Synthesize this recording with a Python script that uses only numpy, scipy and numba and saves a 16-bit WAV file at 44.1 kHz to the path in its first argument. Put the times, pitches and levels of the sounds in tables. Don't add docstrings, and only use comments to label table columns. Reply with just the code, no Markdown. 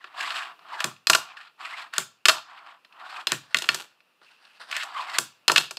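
import sys
import numpy as np
from scipy import signal
from scipy.fft import rfft, irfft
from scipy.io import wavfile
from numba import njit

SR = 44100
rng = np.random.default_rng(int(sys.argv[2]) if len(sys.argv) > 2 else 0)


def waveform_to_disk(signal):
    frames = np.transpose(np.atleast_2d(signal))
    scaled = np.clip(frames, -1, 1) * 32767
    samples = np.round(scaled).astype(np.int16)
    wavfile.write(sys.argv[1], SR, samples)


N = 254892
TIME = np.arange(N) / SR
HIT_TIME = np.arange(SR // 4) / SR

# start_s, rise_s, hold_s, release_s, rumble_db, pressure_db
STROKES = [(0,.01,.14,0.037,-52.5,-0.5), (0.124,0.066,0.18,.19,-31.5,0.5),
           (.575,0.23,.045,0.096,-33.5,-3.5), (1.098,0.0063,0.044,.09,-30.5,-20.5),
           (1.161,.04,0.11,0.093,-43.5,-7), (1.346,.03,0.037,.115,-48.5,6), (1.574,0.043,0.2,0.079,-37.5,0),
           (1.922,0.021,0.06,0.053,-41.5,7), (2.281,0.018,.02,0.095,-28,-19),
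           (2.40,.11,.18,0.12,-41.5,-8.5), (2.885,0.26,.065,0.04,-34.5,-3.5),
           (3.272,.02,0.033,0.09,-41.5,8), (4.70,.02,.11,0.038,-40,7), (4.80,.05,.085,0.035,-39,-7.5),
           (4.92,0.03,0.082,0.089,-35.5,-2), (4.974,0.16,0.041,0.029,-32,1)]
# frequency_hz, level_db
RUMBLE_SPECTRUM = [(60, -46.5), (130, -50.5), (300, -20), (500, -25.5), (680, -3), (880, -1), (1130, 4.5),
                   (1400, -1), (1900, -14), (3000, -19), (6000, -56.5), (15000, -66)]
GRIT_SPECTRUM = [(300, -49), (900, -10.5), (1400, 8), (1800, 9), (2150, 3), (2550, 8), (3200, 4),
                 (4500, -1.5), (5300, -14), (6000, -29), (15000, -66)]
HISS_SPECTRUM = [(2500, -31), (5000, 3.5), (6200, -3.5), (7800, 3.5), (10000, -10.5), (12000, -9),
                 (13500, -29.5), (15000, -16.5)]

# start_s, level_db, pitch_hz, knock_db, crack_db
CLACKS = [(0.0421,-36.5,1730,-16.5,-25.5), (0.2075,-27,2300,-21,-13.5), (0.8037,-22,1640,-28,-12.5),
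          (1.0703,-16,4500,-28,-6), (1.0983,-10,1390,-14,-3), (1.1321,-13.5,2820,-25,-8.5),
          (1.1487,-13,1430,-17,-4.5), (1.9368,-29,1563,-34,-11.5), (2.2545,-11,2620,-29,-9),
          (2.257,-16.5,2240,-19,-4.5), (2.284,-10,2730,-17,-4), (2.2926,-11.5,1393,-25,-6),
          (3.2702,-18,3730,-18.5,-8), (3.5692,-25,3800,-30,-2), (3.586,-30,3670,-33,1),
          (3.6209,-28,3600,-12.5,-3.5), (3.6412,-30.5,2710,-10,-15), (3.7451,-30.5,1800,-10.5,5),
          (4.215,-55.5,1180,-1.5,-20), (4.7129,-31,2010,-34,-8), (4.726,-25.5,2180,-43,-21),
          (4.7653,-25.5,2170,-46,-5.5), (4.833,-31,1390,-36,-7), (5.4804,-11,4450,-14.5,-6.5),
          (5.4968,-13.5,1326,-10.5,-21), (5.517,-23,2800,-4.5,3.5), (5.56,-10,2280,-28,-12.5),
          (5.5722,-18,2600,-19,-10), (5.5792,-11,3640,-19,-8.5), (5.7092,-33.5,2420,-12,-1),
          (5.77,-32,4860,-13,-7.5)]
# start_s, level_db, pitch_hz
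TICKS = [(.305,-27.5,2690), (.36,-32.5,2500), (.592,-50.5,1120), (0.964,-51,2700), (1.3695,-41.5,2720),
         (1.793,-40.5,2400), (2.382,-35,888), (2.848,-49,1950), (2.925,-51,2610), (4.004,-55.5,2380),
         (4.245,-59,4280), (4.451,-52,2780)]
# start_s, level_db, pitch_hz
DROPS = [(3.545, -11.5, 2023), (3.6893, -11, 2400)]
DROP_T60_S, DROP_KNOCK_DB, DROP_CRACK_DB, DROP_THUMP_DB = 0.016, -26.5, -15.5, -32.5
CONTACT_T60_S, CONTACT_REF_HZ, CONTACT_SLOPE = .026, 2620, 0.41
# frequency_hz, level_db, t60_s
BOARD_MODES = [(647, -2, 0.074), (1000, -9, 0.086), (1142, -1, 0.06), (1395, -6, 0.093), (1776, -2, 0.045),
               (2562, 2.5, 0.035), (2800, 3.5, 0.025), (3180, -7, 0.019), (4240, -3.5, 0.081),
               (4260, -13, 0.0088), (4870, -3.5, 0.02), (5073, -4, 0.059), (7540, -19, 0.0062)]
# frequency_hz, level_db
CHATTER_SPECTRUM = [(200, -36), (700, -25.5), (1100, 0.5), (1400, 9.5), (2100, 0), (2700, 8), (4600, 2),
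                    (6000, -12), (10000, -17), (15000, -27)]
KNOCK_SPECTRUM = [(25, -34), (70, -34), (150, -6), (260, -8), (370, 6.5), (500, 1.5), (700, 2.5), (950, 9),
                  (1500, -12), (4000, -51)]
CRACK_SPECTRUM = [(1500, -25), (3500, -4), (5000, -1.5), (6200, -3.5), (7700, -2.5), (9500, -12.5),
                  (12000, -13), (15000, -25)]
THUD_SPECTRUM = [(40, -50), (85, -29.5), (115, -3.5), (140, -4.5), (200, 0), (280, -2), (370, 0),
                 (480, -8.5), (1200, -31)]

# start_s, rise_s, hold_s, release_s, level_db, pitch_hz
SKIDS = [(0.713,0.017,0.025,.03,-38,1020), (4.938,0.036,.015,0.05,-29,1237)]
SKID_FALL_OCTAVES_PER_S, SKID_WIDTH_HZ = 4.3, 220

# start_s, deck_db, snap_db, thump_db
POPS = [(.843, -22.5, -22, -37), (1.982, -22, -16.5, -44.5), (3.3196, -21.5, -20, -36.5),
        (5.1855, -20, -15.5, -43)]
# frequency_hz, level_db
SNAP_SPECTRUM = [(500, -21), (1500, -6.5), (2500, -4.5), (4200, 1.5), (6000, -3), (7500, 2.5), (9200, -6.5),
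                 (12000, -13.5), (15000, -18.5)]
POP_DECK_HZ, POP_SNAP_T60_S, POP_LEAD_S = 1510, .012, .001

# start_s, rise_s, hold_s, release_s, level_db
RUBS = [(3.826,.03,0.026,0.086,-65), (3.39,0.032,0.11,.03,-56), (4.194,0.043,0.32,0.048,-61),
        (4.596,0.014,0.09,0.027,-45.5)]
# frequency_hz, level_db
RUB_SPECTRUM = [(59, -46), (100, -43), (227, -10.5), (399, -15.5), (582, -0.5), (1590, 8.5), (2320, -4),
                (4640, 1), (6760, -19.5), (8880, -13.5), (15000, -37)]
# start_s, hold_s, level_db
RATTLES = [(3.553,0.09,-45), (3.696,0.09,-41), (5.58,0.018,-37)]

# frequency_hz, echo_db, t60_s
ROOM_BANDS = [(150, -3, 0.32), (406, -6.5, 0.16), (1020, -13, 0.32), (2200, -15, 0.29), (4500, -12.5, 0.32),
              (8700, -9, 0.2), (13750, -6.5, 0.2)]
# frequency_hz, level_db
AIR_SPECTRUM = [(50, -44), (150, -7.5), (600, -6), (1200, -3), (2200, -10.5), (2680, 1.5), (3200, -10),
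                (5200, -15.5), (6200, -22), (15000, -24.5)]
AIR_DB = -65.5
TOP_HZ = 15400


def undb(db):
    return 10 ** (np.asarray(db) / 20)


def unit(x):
    return x / np.sqrt(np.mean(x ** 2))


def unit_attack(x):
    return x / np.sqrt(np.mean(x[:SR // 200] ** 2))


def colour(x, points):
    size = 4096
    hz, db = np.transpose(points)
    grid = np.maximum(np.fft.rfftfreq(size, 1 / SR), 1)
    log_gain = np.log(undb(np.interp(np.log(grid), np.log(hz), db)))
    cepstrum = irfft(log_gain)
    cepstrum[1:size // 2] *= 2
    cepstrum[size // 2 + 1:] = 0
    impulse = irfft(np.exp(rfft(cepstrum)))[:size // 2]
    return signal.fftconvolve(x, impulse)[:len(x)]


@njit
def resonate(x, hz, width):
    y, band, low = np.empty(len(x)), 0., 0.
    for i in range(len(x)):
        g, k = np.tan(np.pi * hz[i] / SR), width / hz[i]
        v = (band + g * (x[i] - low)) / (1 + g * (g + k))
        band, low, y[i] = 2 * v - band, low + 2 * g * v, k * v
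    return y


def fade(t, t60):
    return np.exp(-np.log(1000) * t / max(t60, 1 / SR))


def add(track, start, sound):
    i = int(np.clip(start * SR, 0, N - 1))
    track[i:i + len(sound)] += sound[:N - i]


def walk(rate):
    steps = 2 * np.tanh(rng.standard_normal(4096))
    return np.interp(TIME * rate, np.arange(len(steps)), steps)


def grains(rate, spread_db):
    size = undb(spread_db * np.minimum(rng.exponential(size=N), 3))
    return (rng.random(N) < rate / SR) * rng.choice([-1, 1], N) * size


def gesture(start, rise, hold, release):
    opening = (TIME - start) / rise
    closing = (start + rise + hold + release - TIME) / release
    return np.clip(np.minimum(opening, closing), 0, 1)


def rolling(speed_power=1.024, grit_power=1.77):
    rumble = grit = np.full(N, undb(-110))
    for start, rise, hold, release, db, pressure_db in STROKES:
        speed = gesture(start, rise, hold, release)
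        rumble = np.hypot(rumble, undb(db) * speed ** speed_power)
        grit = np.hypot(grit, undb(db + pressure_db) * speed ** grit_power)
    return 20 * np.log10(rumble), 20 * np.log10(grit)


def wheels(rumble_db=-3, grit_db=-2, hiss_db=-16.0, hiss_growth=0.31, sing_db=0, scrape_db=-6,
           low_grit_db=-1, high_grit_db=-6, note_hz=1200, note_octaves_per_db=0.36):
    def bumps():
        return grains(rate=2000, spread_db=3) * undb(1.8 * walk(70))

    judder = undb(2.5 * walk(90))
    level, rough = rolling()

    note = note_hz * 2 ** (note_octaves_per_db * (rough - level))
    sing = unit(resonate(bumps(), note * np.exp(0.055 * walk(25)), 53.0))
    scrape = unit(resonate(bumps(), 1700 * np.exp(0.21 * walk(22)), 61.0))
    rumble = unit(unit(colour(bumps(), RUMBLE_SPECTRUM)) + undb(sing_db) * sing)

    front, rear = bumps() * judder, bumps() * judder
    squeeze_hz = 3100 * np.exp(0.35 * walk(30))
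    squeeze = unit(resonate(colour(rear, GRIT_SPECTRUM), squeeze_hz, 320.0))
    grit = undb(low_grit_db) * unit(colour(front, GRIT_SPECTRUM))
    grit += undb(high_grit_db) * squeeze
    grit += undb(scrape_db) * scrape * judder
    grit = unit(grit)

    pressure_db = rough - rough.max()
    hiss = undb(hiss_db + hiss_growth * pressure_db) * unit(colour(front + rear, HISS_SPECTRUM))
    return undb(level + rumble_db) * rumble + undb(rough + grit_db) * (grit + hiss)


def burst(t60, press_share=0.15):
    press_s = press_share * t60
    envelope = fade(np.hypot(HIT_TIME, press_s) - press_s, t60)
    x = rng.standard_normal(len(envelope)) * envelope
    even = irfft(np.exp(1j * np.angle(rfft(x))), len(x))
    return even * np.sqrt(envelope)


def ring(modes, scatter=0.036):
    out = np.zeros(len(HIT_TIME))
    for (hz, db, t60), (u, phase) in zip(modes, rng.random((len(modes), 2))):
        detuned_hz = hz * (1 + scatter * (2 * u - 1))
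        out += undb(db) * fade(HIT_TIME, t60) * np.sin(2 * np.pi * (detuned_hz * HIT_TIME + phase))
    return out


def contact(centre_hz, t60, focus_db=2.5, ring_db=-4.5, ring_scale=.75, part_db=-3.0, part_cycles=19):
    def stress(hz):
        octaves = np.log2(hz / centre_hz)
        return -focus_db * octaves ** 2 / np.hypot(1, octaves)

    chatter_points = [(hz, db + stress(hz)) for hz, db in CHATTER_SPECTRUM]
    chatter = colour(burst(t60, press_share=0.13), chatter_points)
    swell = 1 - fade(HIT_TIME, 0.015)
    struck = [(hz, db + 2 * stress(hz), ring_scale * decay) for hz, db, decay in BOARD_MODES]
    modes = swell * ring(struck, scatter=0.025)
    part = swell * ring([(centre_hz, 0, part_cycles / centre_hz)])
    hit = unit_attack(chatter) + undb(ring_db) * unit_attack(modes) + undb(part_db) * unit_attack(part)
    return unit_attack(hit)


def contact_t60(hz):
    return CONTACT_T60_S * (CONTACT_REF_HZ / hz) ** CONTACT_SLOPE


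def blow(centre_hz, t60, knock_db, crack_db, knock_t60=0.038, crack_share=1.0, focus_db=2.0, soft_focus=0.25):
    hit = contact(centre_hz, t60, focus_db - soft_focus * crack_db)
    hit += undb(knock_db) * unit_attack(colour(burst(knock_t60), KNOCK_SPECTRUM))
    return hit + undb(crack_db) * unit_attack(colour(burst(t60 * crack_share), CRACK_SPECTRUM))


def clacks(level_db=0, tick_t60=.028):
    out = np.zeros(N)
    for start, db, centre_hz, knock, crack in CLACKS:
        add(out, start, undb(db + level_db) * blow(centre_hz, contact_t60(centre_hz), knock, crack))
    for start, db, centre_hz in DROPS:
        add(out, start, undb(db) * blow(centre_hz, DROP_T60_S, DROP_KNOCK_DB, DROP_CRACK_DB))
    for start, db, centre_hz in TICKS:
        add(out, start, undb(db) * contact(centre_hz, tick_t60))
    return out


def thumps(t60=0.11, level_db=-3.5, landing_db=-20, lag_s=0.00091):
    out = np.zeros(N)
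    swell = 1 - fade(HIT_TIME, .015)
    pushes = [(start, db) for start, _, _, db in POPS]
    pushes += [(start, db + knock + landing_db) for start, db, _, knock, _ in CLACKS]
    pushes += [(start, db + DROP_THUMP_DB) for start, db, _ in DROPS]
    for start, db in pushes:
        thud = colour(burst(t60, press_share=0) * swell, THUD_SPECTRUM)
        thud /= np.std(thud[:SR // 25])
        add(out, start + lag_s, undb(db + level_db) * thud)
    return out


def skids():
    out = np.zeros(N)
    width = 1. * SKID_WIDTH_HZ
    for start, rise, hold, release, db, hz in SKIDS:
        elapsed = np.clip(TIME - start, 0, rise + hold + release)
        pitch = hz * 2 ** (-SKID_FALL_OCTAVES_PER_S * elapsed)
        slips = grains(rate=2000, spread_db=2)
        growl = resonate(resonate(slips, pitch, width), pitch, width)
        out += undb(db) * unit(growl) * gesture(start, rise, hold, release)
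    return out


def pops(deck_t60=0.0087):
    out = np.zeros(N)
    for start, deck_db, snap_db, _ in POPS:
        deck = blow(POP_DECK_HZ, deck_t60, knock_db=-13, crack_db=-7.5)
        snap = unit_attack(colour(burst(POP_SNAP_T60_S), SNAP_SPECTRUM))
        add(out, start - POP_LEAD_S, undb(deck_db) * deck)
        add(out, start, undb(snap_db) * snap)
    return out


def handling(level_db=-2, flutter_db=4.0, rub_hz=2680, rub_db=-2.0, light_db=-62):
    rustle = unit(colour(grains(rate=2000, spread_db=2.2), RUB_SPECTRUM)) * undb(flutter_db * walk(35))
    slips = grains(rate=900, spread_db=3)
    note = unit(resonate(slips, np.full(N, 1. * rub_hz), 300.) * undb(4.5 * walk(22)))
    touch = sum(undb(db + level_db) * gesture(*timing) for *timing, db in RUBS)
    return rustle * touch + undb(rub_db) * note * np.minimum(touch, undb(light_db))


def tumble(knock_db=-8, crack_db=-7, rise_s=.01, release_s=0.067):
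    taps = grains(rate=350, spread_db=2.5)
    rattle = unit(colour(taps, CHATTER_SPECTRUM))
    rattle += undb(knock_db) * unit(colour(taps, KNOCK_SPECTRUM))
    rattle += undb(crack_db) * unit(colour(taps, CRACK_SPECTRUM))
    return rattle * sum(undb(db) * gesture(start, rise_s, hold_s, release_s) for start, hold_s, db in RATTLES)


def room(x, build_t60=0.02, gap_s=0.0055):
    t = np.arange(SR // 2) / SR
    spectrum = rfft(rng.standard_normal(len(t)))
    log_hz = np.log(np.maximum(np.fft.rfftfreq(len(t), 1 / SR), 1))
    centres = np.log([row[0] for row in ROOM_BANDS])
    tail = np.zeros(len(t))
    for pick, (_, db, t60) in zip(np.eye(len(ROOM_BANDS)), ROOM_BANDS):
        envelope = fade(t, t60) * (1 - fade(np.maximum(t - gap_s, 0), build_t60))
        band = irfft(spectrum * np.interp(log_hz, centres, pick), len(t))
        tail += undb(db) * band * envelope / np.linalg.norm(envelope)
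    return x + signal.fftconvolve(x, tail)[:N]


def background():
    return undb(AIR_DB + 2 * walk(2.7)) * unit(colour(rng.standard_normal(N), AIR_SPECTRUM))


def scene():
    close = wheels() + clacks() + thumps() + skids() + pops() + handling() + tumble()
    return (room(close) + background())[None]


def record(dry, bass_hz=95):
    thin = signal.sosfilt(signal.butter(3, bass_hz, "highpass", fs=SR, output="sos"), dry)
    rounded = thin / (1 + thin ** 4) ** (1 / 4)
    return signal.sosfilt(signal.ellip(8, .2, 70, TOP_HZ, fs=SR, output="sos"), rounded)


dry = scene()
out = record(dry)
waveform_to_disk(out)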